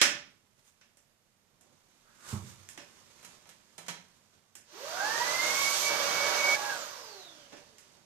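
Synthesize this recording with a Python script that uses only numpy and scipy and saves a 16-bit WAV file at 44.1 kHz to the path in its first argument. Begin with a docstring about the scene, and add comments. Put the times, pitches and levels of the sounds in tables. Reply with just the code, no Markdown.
"""A dust bin snaps shut in a small room: impacts ring the plastic shell of a handheld vacuum. Cloth rustles by
friction, a hand slides, a knee thumps the sofa and a small part taps on the table. The switch clicks; the motor
spins up with a whine, labours as the nozzle seals on the cushion; at 6.56 s its tones and rush fall abruptly,
and it coasts down. Its tones are multiples of the shaft's rotation rate, and the same rate governs the
turbulent rush of air."""
import sys
import numpy as np
from scipy import signal
from scipy.fft import rfft, irfft, next_fast_len
from scipy.io import wavfile
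from scipy.ndimage import uniform_filter1d

SR = 44100
rng = np.random.default_rng(int(sys.argv[2]) if len(sys.argv) > 2 else 0)


def waveform_to_disk(signal):
    """Save audio, clipped to [-1, 1], as 16-bit WAV at the path in sys.argv[1]."""
    frames = np.transpose(np.atleast_2d(signal))
    scaled = np.clip(frames, -1, 1) * 32767
    samples = np.round(scaled).astype(np.int16)
    wavfile.write(sys.argv[1], SR, samples)


N = 355269
TIME = np.arange(N) / SR
SWITCH_ON_S, SEAL_S, SPEED_DROP_S = 4.608, 5.88, 6.557
GOVERNED_HZ = 1136  # full shaft speed

# Reverberation time of the room: frequency_hz, t60_s
ROOM_DECAY = [(100, 0.97), (300, 0.36), (700, 0.43), (2000, 0.4), (4000, 0.4), (5500, 0.38), (8000, .28),
              (12000, 0.25)]
# Broad spectra of room noise, cloth, taps, clicks and rushing air: frequency_hz, gain_db
ROOM_SPECTRUM = [(18, -42.5), (30, -10), (65, -26), (91, -6.5), (156, -13), (223, -7), (267, -19.5),
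                 (691, -16.5), (1070, -21), (14000, -29)]
CLOTH_SPECTRUM = [(30, -5.5), (60, -0.5), (100, 9), (200, 11), (400, 8.5), (900, 5), (1500, 1.5),
                  (2600, 0.5), (5000, 0), (6500, 1.5), (7600, -0.5), (9500, -7.5), (14000, -15)]
TAP_SPECTRUM = [(80, -30.5), (170, -13.5), (300, -12.5), (800, -5.5), (2000, 4), (4500, -2.5), (6500, 2.5),
                (9000, -3.5), (14000, -14)]
CLICK_SPECTRUM = [(40, -43.5), (90, -29.5), (180, -18.5), (330, -10), (520, -17.5), (950, -11), (1800, 1),
                  (2900, -2), (4000, -6), (5400, -7), (7300, -3.5), (9800, -12), (14000, -21)]
AIR_SPECTRUM = [(40, -38), (80, -27.5), (150, -14.5), (280, -12.5), (450, -7), (750, -5), (1100, -5),
                (1700, -5.5), (2500, -7.5), (4500, -2.5), (6400, -5.5), (7500, -8), (10500, -18),
                (14000, -29)]
# Resonances: centre_hz, width_hz, lift_db
ROOM_MODES = [(105, 5, 2.3)]
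PART_MODES = [(175.4, 14, 14.5), (958, 15, 12), (1310, 34, 6), (1750, 75, 4), (2280, 50, 4.5),
              (2800, 65, 0), (3210, 55, 9.5), (4040, 64, 9.5)]  # small part and table
SHELL_MODES = [(578, 8.9, 15.5), (1476, 15, 9), (1680, 30, -2), (1755, 29, 6.5), (2200, 30, 2.5),
               (2540, 17, 7.5), (2780, 30, 5.5), (3260, 210, 3), (5150, 90, 10), (5200, 35, 5),
               (5810, 89, 9.5), (6800, 69, 4.5)]  # plastic shell
DUCT_MODES = [(592, 17, 8), (635, 48, 3.5), (935, 36, 6.5), (1140, 87, 5), (1510, 300, 4.5),
              (6200, 710, 2.5)]  # air in the nozzle and bin
HOUSING_MODES = [(372, 18.4, 15.5), (556, 38, 13), (828, 61, 16.5), (965, 10.5, 14), (1110, 14.5, 10.5)]  # motor housing

# Rustle of clothes as the body moves: time_s, level_db
RUSTLE_LEVELS = [(0, -70.5), (1.35, -76), (1.8, -68.5), (2.6, -59.5), (3.1, -60), (3.35, -58.5),
                 (3.5, -64.5), (3.95, -64), (4.45, -71), (7.5, -65), (7.95, -64), (8.05, -70)]
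# Brushes of cloth and, at 7.55 s, a soft low rumble as the motor runs down:
# peak_s, level_db, rise_s, fall_s, brightness_db
SWELLS = [(.595, -65.5, .018, .02, 1.5), (.68, -63, 0.033, 0.032, 7), (1.72, -75, 0.18, 0.078, -13.5),
          (2.316, -43, 0.05, 0.056, 4), (2.495, -50.5, 0.059, 0.047, 3.5), (4.34, -64.5, 0.016, 0.08, -3),
          (7.55, -70.5, .35, 0.39, -9), (7.97, -68, .03, .06, -10.5)]
# A hand sliding over the upholstery: time_s, level_db, pitch_hz
HAND_PATH = [(1.95, -100, 1508), (2.08, -65, 1440), (2.18, -68, 1436), (2.26, -53, 1420), (2.31, -54, 1200),
             (2.36, -45.5, 1007), (2.42, -59, 944), (2.55, -100, 952)]
# Weight landing on the sofa: start_s, level_db
KNEE_LANDINGS = [(2.328, -20.5), (2.438, -34.5)]
# Modes of the sofa frame: pitch_hz, gain_db, t60_s
FRAME_MODES = [(96.6, -4.5, 0.19), (120, -3.5, 0.1), (208, -9.5, 0.24), (182, -16, 0.28),
               (330, -24.5, 0.25), (392, -20.5, 0.18)]
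# Impacts, with band levels before trim: start_s, low_db, mid_db, high_db, contact_s
PART_TAPS = [(3.228, -57.5, -52.5, -54, 0.014), (3.248, -59, -48, -46.5, 0.0049),
             (3.456, -58.5, -56.5, -70, 0.005), (3.472, -70, -63, -61, 0.0042),
             (3.491, -63, -51, -51.5, 0.0066), (3.78, -47, -44, -44, 0.0078),
             (3.863, -64, -50, -54.5, 0.01), (3.8825, -40.5, -32.5, -38, 0.013)]
SHELL_CLICKS = [(0, -55, -33, -57, 0.027), (0.0145, -29.5, -15.5, -22.5, 0.0059),
                (0.812, -71.5, -58.5, -76, 0.008), (0.971, -71.5, -66.5, -60.5, 0.0028),
                (1.61, -66.5, -67, -60.5, 0.0036), (2.689, -63.5, -51, -45, 0.0011),
                (2.776, -49.5, -44.5, -53, 0.005), (4.553, -61.5, -53.5, -47, 0.0034),
                (7.523, -46.5, -51, -62, 0.027), (7.568, -59, -54, -62, 0.0052),
                (7.783, -99, -57, -54, 0.0017)]

# Roar, hiss and fizz of the air: full_speed_db, slope_db_per_decade, jet_change_db, seal_change_db
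AIR_BANDS = [(-28.5, 53, -6, -1.5), (-31.5, 44.5, 1, -0.14), (-37, 47, 5, -1.5)]
# Narrow noise bands of the vents and of the nozzle's pipe modes: centre_hz, width_hz, gain_db
VENT_BANDS = [(11860, 1100, -50), (13700, 520, -49.5)]
NOZZLE_MODES = [(564, 13.5, 5), (599, 13, -5)]
# Blade whistle while coasting: pitch_hz, level_db
COAST_WHISTLE = [(2100, -95.5), (3000, -66.5), (3800, -51), (5500, -51.5), (6500, -48), (9200, -60)]
# Bearing tones: multiple of shaft speed; gain_db relative to the air's hiss
BEARING_MULTIPLES = (4, 4.91, 5.9)
BEARING_GAINS = (-42, -35, -39)
# The whine swelling and fading as the vacuum is swung about: time_s, level_db
WHINE_LEVELS = [(5.0, -32), (5.32, -36), (5.43, -29), (5.55, -34), (5.68, -28.5), (5.8, -49), (5.87, -28.5),
                (6.05, -43.5), (6.22, -30.5), (6.35, -38), (6.44, -25.5), (6.55, -23.5), (6.58, -48),
                (6.64, -41), (6.74, -28)]

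# Likeness of the two channels: frequency_hz, coherence
COHERENCE = [(30, 0.85), (70, 0.64), (130, 1), (250, 0.09), (500, 0.88), (1000, 0.12), (3000, 0.17),
             (12000, .3)]
# Left channel relative to right: frequency_hz, gain_db
LEFT_BALANCE = [(30, 2), (80, -9), (250, -8.5), (500, -8.5), (1000, -8), (2000, -5.5), (4500, -7),
                (8000, -13.5), (13000, -11.5)]


def amp(db):
    """Amplitude ratio of a level in decibels."""
    return 10 ** (np.asarray(db) / 20)


def unit_rms(x):
    """Normalises each channel to rms 1."""
    return x / np.sqrt(np.mean(x ** 2, -1, keepdims=True) + 1e-20)


def at_frequency(points, hz):
    """Interpolates a table on a logarithmic frequency axis."""
    f, value = np.transpose(points)
    return np.interp(np.log(hz + 1), np.log(f), value)


def curves(rows):
    """Interpolates each column of a time table at every sample."""
    s, *columns = np.transpose(rows)
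    return [np.interp(TIME, s, c) for c in columns]


def since(s):
    """Seconds elapsed since s, zero before it."""
    return np.maximum(TIME - s, 0)


def add(mix, start_s, sound):
    """Superposes a sound on the mix."""
    part = mix[:, max(round(start_s * SR), 0):][:, :sound.shape[-1]]
    part += sound[..., :part.shape[1]]


def wander(rate_hz):
    """Random modulation: straight lines between Gaussian values."""
    knots = rng.standard_normal(N // 20)
    return np.interp(TIME * rate_hz, np.arange(len(knots)), knots)


def filtered(x, order, hz, kind):
    """Filter with a maximally flat passband."""
    return signal.sosfilt(signal.butter(order, hz, kind, fs=SR, output="sos"), x)


def bands(x, low_hz):
    """Crossover into low, middle and high bands."""
    edges = [(low_hz, "low"), ((low_hz, 7000), "band"), (7000, "high")]
    return [filtered(x, 5, hz, kind) for hz, kind in edges]


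def resonance_gain(modes, hz):
    """Resonances in series: their gains at hz multiply."""
    return np.prod([np.sqrt(1 + (amp(db) ** 2 - 1) / (1 + (2 * (hz - centre) / width) ** 2))
                    for centre, width, db in modes], 0)


def coloured(x, spectrum, modes=(), size=8192):
    """Minimum-phase filter: ringing resonances stand on a broad spectrum."""
    hz = abs(np.fft.fftfreq(size, 1 / SR))
    gain = amp(at_frequency(spectrum, hz)) * resonance_gain(modes, hz)
    transfer = np.exp(np.conj(signal.hilbert(np.log(gain))))
    response = np.fft.ifft(transfer).real[:size // 2]
    return signal.oaconvolve(x, response[None], axes=1)[:, :x.shape[1]]


def narrow_noise(hz, width_hz):
    """Quadrature modulation: slow noise shifted to a band around hz, rms 1."""
    drift = filtered(rng.standard_normal((2, 2, N)), 2, width_hz / 2, "low")
    angle = 2 * np.pi * np.cumsum(hz * np.ones(N)) / SR
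    return unit_rms(drift[0] * np.cos(angle) + drift[1] * np.sin(angle))


def room_tail(size=20000):
    """Diffuse reflections of energy 1 decay exponentially, the treble first."""
    hz, t, spectra = signal.stft(rng.standard_normal((2, size)), SR, nperseg=256)
    decay = amp(-60 * t / at_frequency(ROOM_DECAY, hz)[:, None])
    tail = signal.istft(spectra * decay, SR)[1][:, :size]
    onset = 1 - np.exp(-np.arange(size) / SR / .003)
    return unit_rms(tail * onset) / np.sqrt(size)


def in_room(x, wet_db):
    """Direct and reverberant fields add, scaled to keep about the same power."""
    wet = signal.oaconvolve(np.atleast_2d(x), room_tail(), axes=1)[:, :N]
    return (x + amp(wet_db) * wet) / np.sqrt(1 + amp(wet_db) ** 2)


def smeared_tone(angle, wet_db=0.55):
    """Interference with its own reflections blurs a gliding tone, held at steady power."""
    tone = in_room(np.sin(angle), wet_db)
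    return tone / np.sqrt(abs(uniform_filter1d(tone ** 2, 2600)) + 1e-6)


def room_noise(level_db=-70, drift_db=0.95):
    """Faint ambient noise excites one low standing wave."""
    noise = coloured(rng.standard_normal((2, N)), ROOM_SPECTRUM, ROOM_MODES)
    return unit_rms(noise) * amp(level_db + drift_db * wander(10))


def cloth(grain_db=1.5, uneven_db=0.73, band_db=(-4.5, 0, -3.5)):
    """Stick-slip friction of fibres rustles; brushes and a late, soft rumble add to it in power."""
    slips = in_room(rng.standard_normal((2, N)) * amp(grain_db * wander(250)), wet_db=-5)
    power = amp(curves(RUSTLE_LEVELS)[0] + uneven_db * wander(12)) ** 2
    for s, db, rise, fall, bright_db in SWELLS:
        swell = np.exp(-np.maximum((s - TIME) / rise, (TIME - s) / fall))
        power = power + (amp([[db - bright_db], [db], [db + bright_db]]) * swell) ** 2
    parts = bands(coloured(slips, CLOTH_SPECTRUM), low_hz=900)
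    return sum(unit_rms(part) * np.sqrt(p) * amp(db) for part, p, db in zip(parts, power, band_db))


def hand_slide():
    """Sliding friction of skin on velvet: a band of noise sinking in pitch."""
    db, hz = curves(HAND_PATH)
    return amp(db) * narrow_noise(hz, width_hz=600)


def knee_thumps(rise_s=0.00224, lowest_hz=82):
    """A soft, heavy push excites damped modes of the sofa frame, which radiates little deep bass."""
    out, t = np.zeros((2, N)), np.arange(SR) / SR
    ring = sum(amp(db - 60 * t / t60) * np.sin(2 * np.pi * hz * t) for hz, db, t60 in FRAME_MODES)
    for s, db in KNEE_LANDINGS:
        add(out, s, amp(db) * ring * (1 - np.exp(-t / rise_s)))
    return in_room(filtered(out, 5, lowest_hz, "high"), wet_db=-11)


def impacts(rows, spectrum, modes, room_db, trim_db):
    """Impact excitation: a brief chatter of contacts and its reflections, coloured by the struck body."""
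    out = np.zeros((2, N))
    for s, *levels, contact_s in rows:
        tail = room_tail()
        t = np.arange(tail.shape[1]) / SR
        chatter = unit_rms(rng.standard_normal(tail.shape) * np.exp(-t / contact_s)) / np.sqrt(len(t))
        ring = coloured(chatter + amp(room_db) * tail, spectrum, modes)
        for part, db in zip(bands(ring, low_hz=800), levels):
            attack_rms = np.sqrt(np.mean(part[:, t < .03] ** 2))
            add(out, s, amp(db + trim_db) * part / attack_rms)
    return out


def coasting(step_s=0.0045):
    """0 under power, 1 once the rotor runs on inertia."""
    return np.clip((TIME - SPEED_DROP_S) / step_s + .5, 0, 1)


def sealed(close_s=0.023):
    """1 while suction holds the nozzle on the cushion."""
    return np.minimum(since(SEAL_S) / close_s, 1) * (1 - coasting())


def shaft_hz(free_hz=1179, spin_up_s=.358, loaded_hz=1120.5, sag_s=.12,
             step_to_hz=840, friction_hz_per_s=165, drag_from_s=6.703, drag_s=.505):
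    """Speed rises to a governed limit, sags under load, steps down, then decays by friction and drag."""
    free = 1 + free_hz * (1 - np.exp(-since(SWITCH_ON_S) / spin_up_s))
    held = loaded_hz + (GOVERNED_HZ - loaded_hz) * np.exp(-since(SEAL_S) / sag_s)
    coast = (step_to_hz - friction_hz_per_s * since(SPEED_DROP_S)) / (1 + since(drag_from_s) / drag_s)
    return np.where(TIME < SPEED_DROP_S, np.minimum(free, held), coast)


def by_speed(db_per_decade):
    """Power law of shaft speed, in dB relative to full speed."""
    return db_per_decade * np.log10(shaft_hz() / GOVERNED_HZ)


def air_levels(jet_exponent=13.6):
    """Power laws set roar, hiss and fizz in dB; an open nozzle jets brightly, a sealed one is duller."""
    seal = sealed()
    jet = (shaft_hz() / GOVERNED_HZ) ** jet_exponent * (1 - seal)
    return [db + by_speed(slope) + jet_db * jet + seal_db * seal
            for db, slope, jet_db, seal_db in AIR_BANDS]


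def vents(onset_hz=380):
    """Flow through narrow vents sings above the hiss, fading at shaft speeds below onset_hz."""
    gain = amp(by_speed(35)) / np.hypot(1, (onset_hz / shaft_hz()) ** 4)
    return gain * sum(amp(db) * narrow_noise(hz, width) for hz, width, db in VENT_BANDS)


def nozzle_hoot(sealed_db=-40, fade_db_per_s=0.5, coast_db=-46):
    """Pipe resonance: two close modes hoot in the sealed nozzle, and faintly as the rotor coasts."""
    hoot = unit_rms(sum(amp(db) * narrow_noise(hz, width) for hz, width, db in NOZZLE_MODES))
    sucking = sealed() * amp(sealed_db - fade_db_per_s * since(SEAL_S))
    dying = coasting() * amp(coast_db + by_speed(38.5))
    return (sucking + dying) * hoot


def fan_whistle(blades=11, run_db=-42, sealed_db=-8, patchy_db=3):
    """Blade-passing tone in unsteady air: thin near full speed, broad and patchy while coasting."""
    hz, off = blades * shaft_hz(), coasting()
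    run = amp(run_db + by_speed(270) + sealed_db * sealed()) * narrow_noise(hz, width_hz=70)
    coast = amp(at_frequency(COAST_WHISTLE, hz) + patchy_db * wander(22)) * narrow_noise(hz, 300)
    return run * (1 - off) + coast * off


def airflow(flutter_db=0.6):
    """Broadband turbulence excites the cavity resonances of the nozzle and bin."""
    rush = coloured(in_room(rng.standard_normal((2, N)), wet_db=-3.5), AIR_SPECTRUM, DUCT_MODES)
    air = sum(unit_rms(part) * amp(db) for part, db in zip(bands(rush, low_hz=2050), air_levels()))
    return air * amp(flutter_db * wander(25))


def rotor_hum(angle, base_db=-48.5, sealed_db=-13, coast_db=-3, flicker_db=3.5):
    """Forced vibration: imbalance shakes the housing once a turn, most strongly at its resonances."""
    db = base_db + by_speed(24) + sealed_db * sealed() + coast_db * coasting() + flicker_db * wander(14)
    return amp(db) * resonance_gain(HOUSING_MODES, shaft_hz()) * smeared_tone(angle)


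def motor_whine(angle, open_hz=1493, edge_hz=69, shut_db=-17, db_per_decade=47):
    """The shaft's second harmonic; the housing's transmission loss muffles it below open_hz."""
    hz = 2 * shaft_hz()
    shut = .5 - .5 * np.tanh((hz - open_hz) / edge_hz)
    muffled_db = shut * (shut_db + db_per_decade * np.log10(hz / open_hz))
    return amp(curves(WHINE_LEVELS)[0] + muffled_db) * smeared_tone(2 * angle)


def motor(lowest_hz=356):
    """Hum, whine and bearing tones are orders of one rotation, which runs less true while coasting."""
    off = coasting()
    jitter = (0.0021 + 0.0213 * np.minimum(since(SPEED_DROP_S), .6)) * wander(200)
    sway = (0.0014 + 0.00217 * off) * wander(18)
    angle = 2 * np.pi * np.cumsum(shaft_hz() * (1 + jitter + sway)) / SR
    bearings = sum(amp(db) * np.sin(k * angle) for k, db in zip(BEARING_MULTIPLES, BEARING_GAINS))
    hiss_db = air_levels()[1]
    tones = rotor_hum(angle) + motor_whine(angle) + amp(hiss_db) * bearings
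    tones *= abs(2 * off - 1)  # a brief gap in the tones where the pitch jumps down
    return filtered(tones, 4, lowest_hz, "high")  # a small body radiates little bass


def scene():
    """Superposition of all sources; the machine is silent until switched on."""
    switched_on = np.minimum(since(SWITCH_ON_S) / 0.036, 1)
    machine = (motor() + fan_whistle() + airflow() + vents() + nozzle_hoot()) * switched_on
    clicks = impacts(SHELL_CLICKS, CLICK_SPECTRUM, SHELL_MODES, room_db=3, trim_db=-1.5)
    taps = impacts(PART_TAPS, TAP_SPECTRUM, PART_MODES, room_db=1.5, trim_db=-4.0)
    return machine + clicks + taps + knee_thumps() + cloth() + hand_slide() + room_noise()


def record(dry, lag_s=.00009, cutoff_hz=14500):
    """Partial coherence at two close, band-limited microphones; the left is weaker and a little late."""
    size = next_fast_len(N + SR // 10)
    hz = np.fft.rfftfreq(size, 1 / SR)
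    left, right = rfft(dry, size)
    coherence = np.clip(at_frequency(COHERENCE, hz), 0, 1)
    shared = coherence * right * np.exp(-2j * np.pi * hz * lag_s)
    left = (shared + np.sqrt(1 - coherence ** 2) * left) * amp(at_frequency(LEFT_BALANCE, hz))
    pair = irfft(np.array([left, right]), size)[:, :N]
    lowpass = signal.firwin(511, cutoff_hz, window=("kaiser", 9), fs=SR)
    return signal.oaconvolve(pair, lowpass[None], "same")


dry = scene()
out = record(dry)
waveform_to_disk(out)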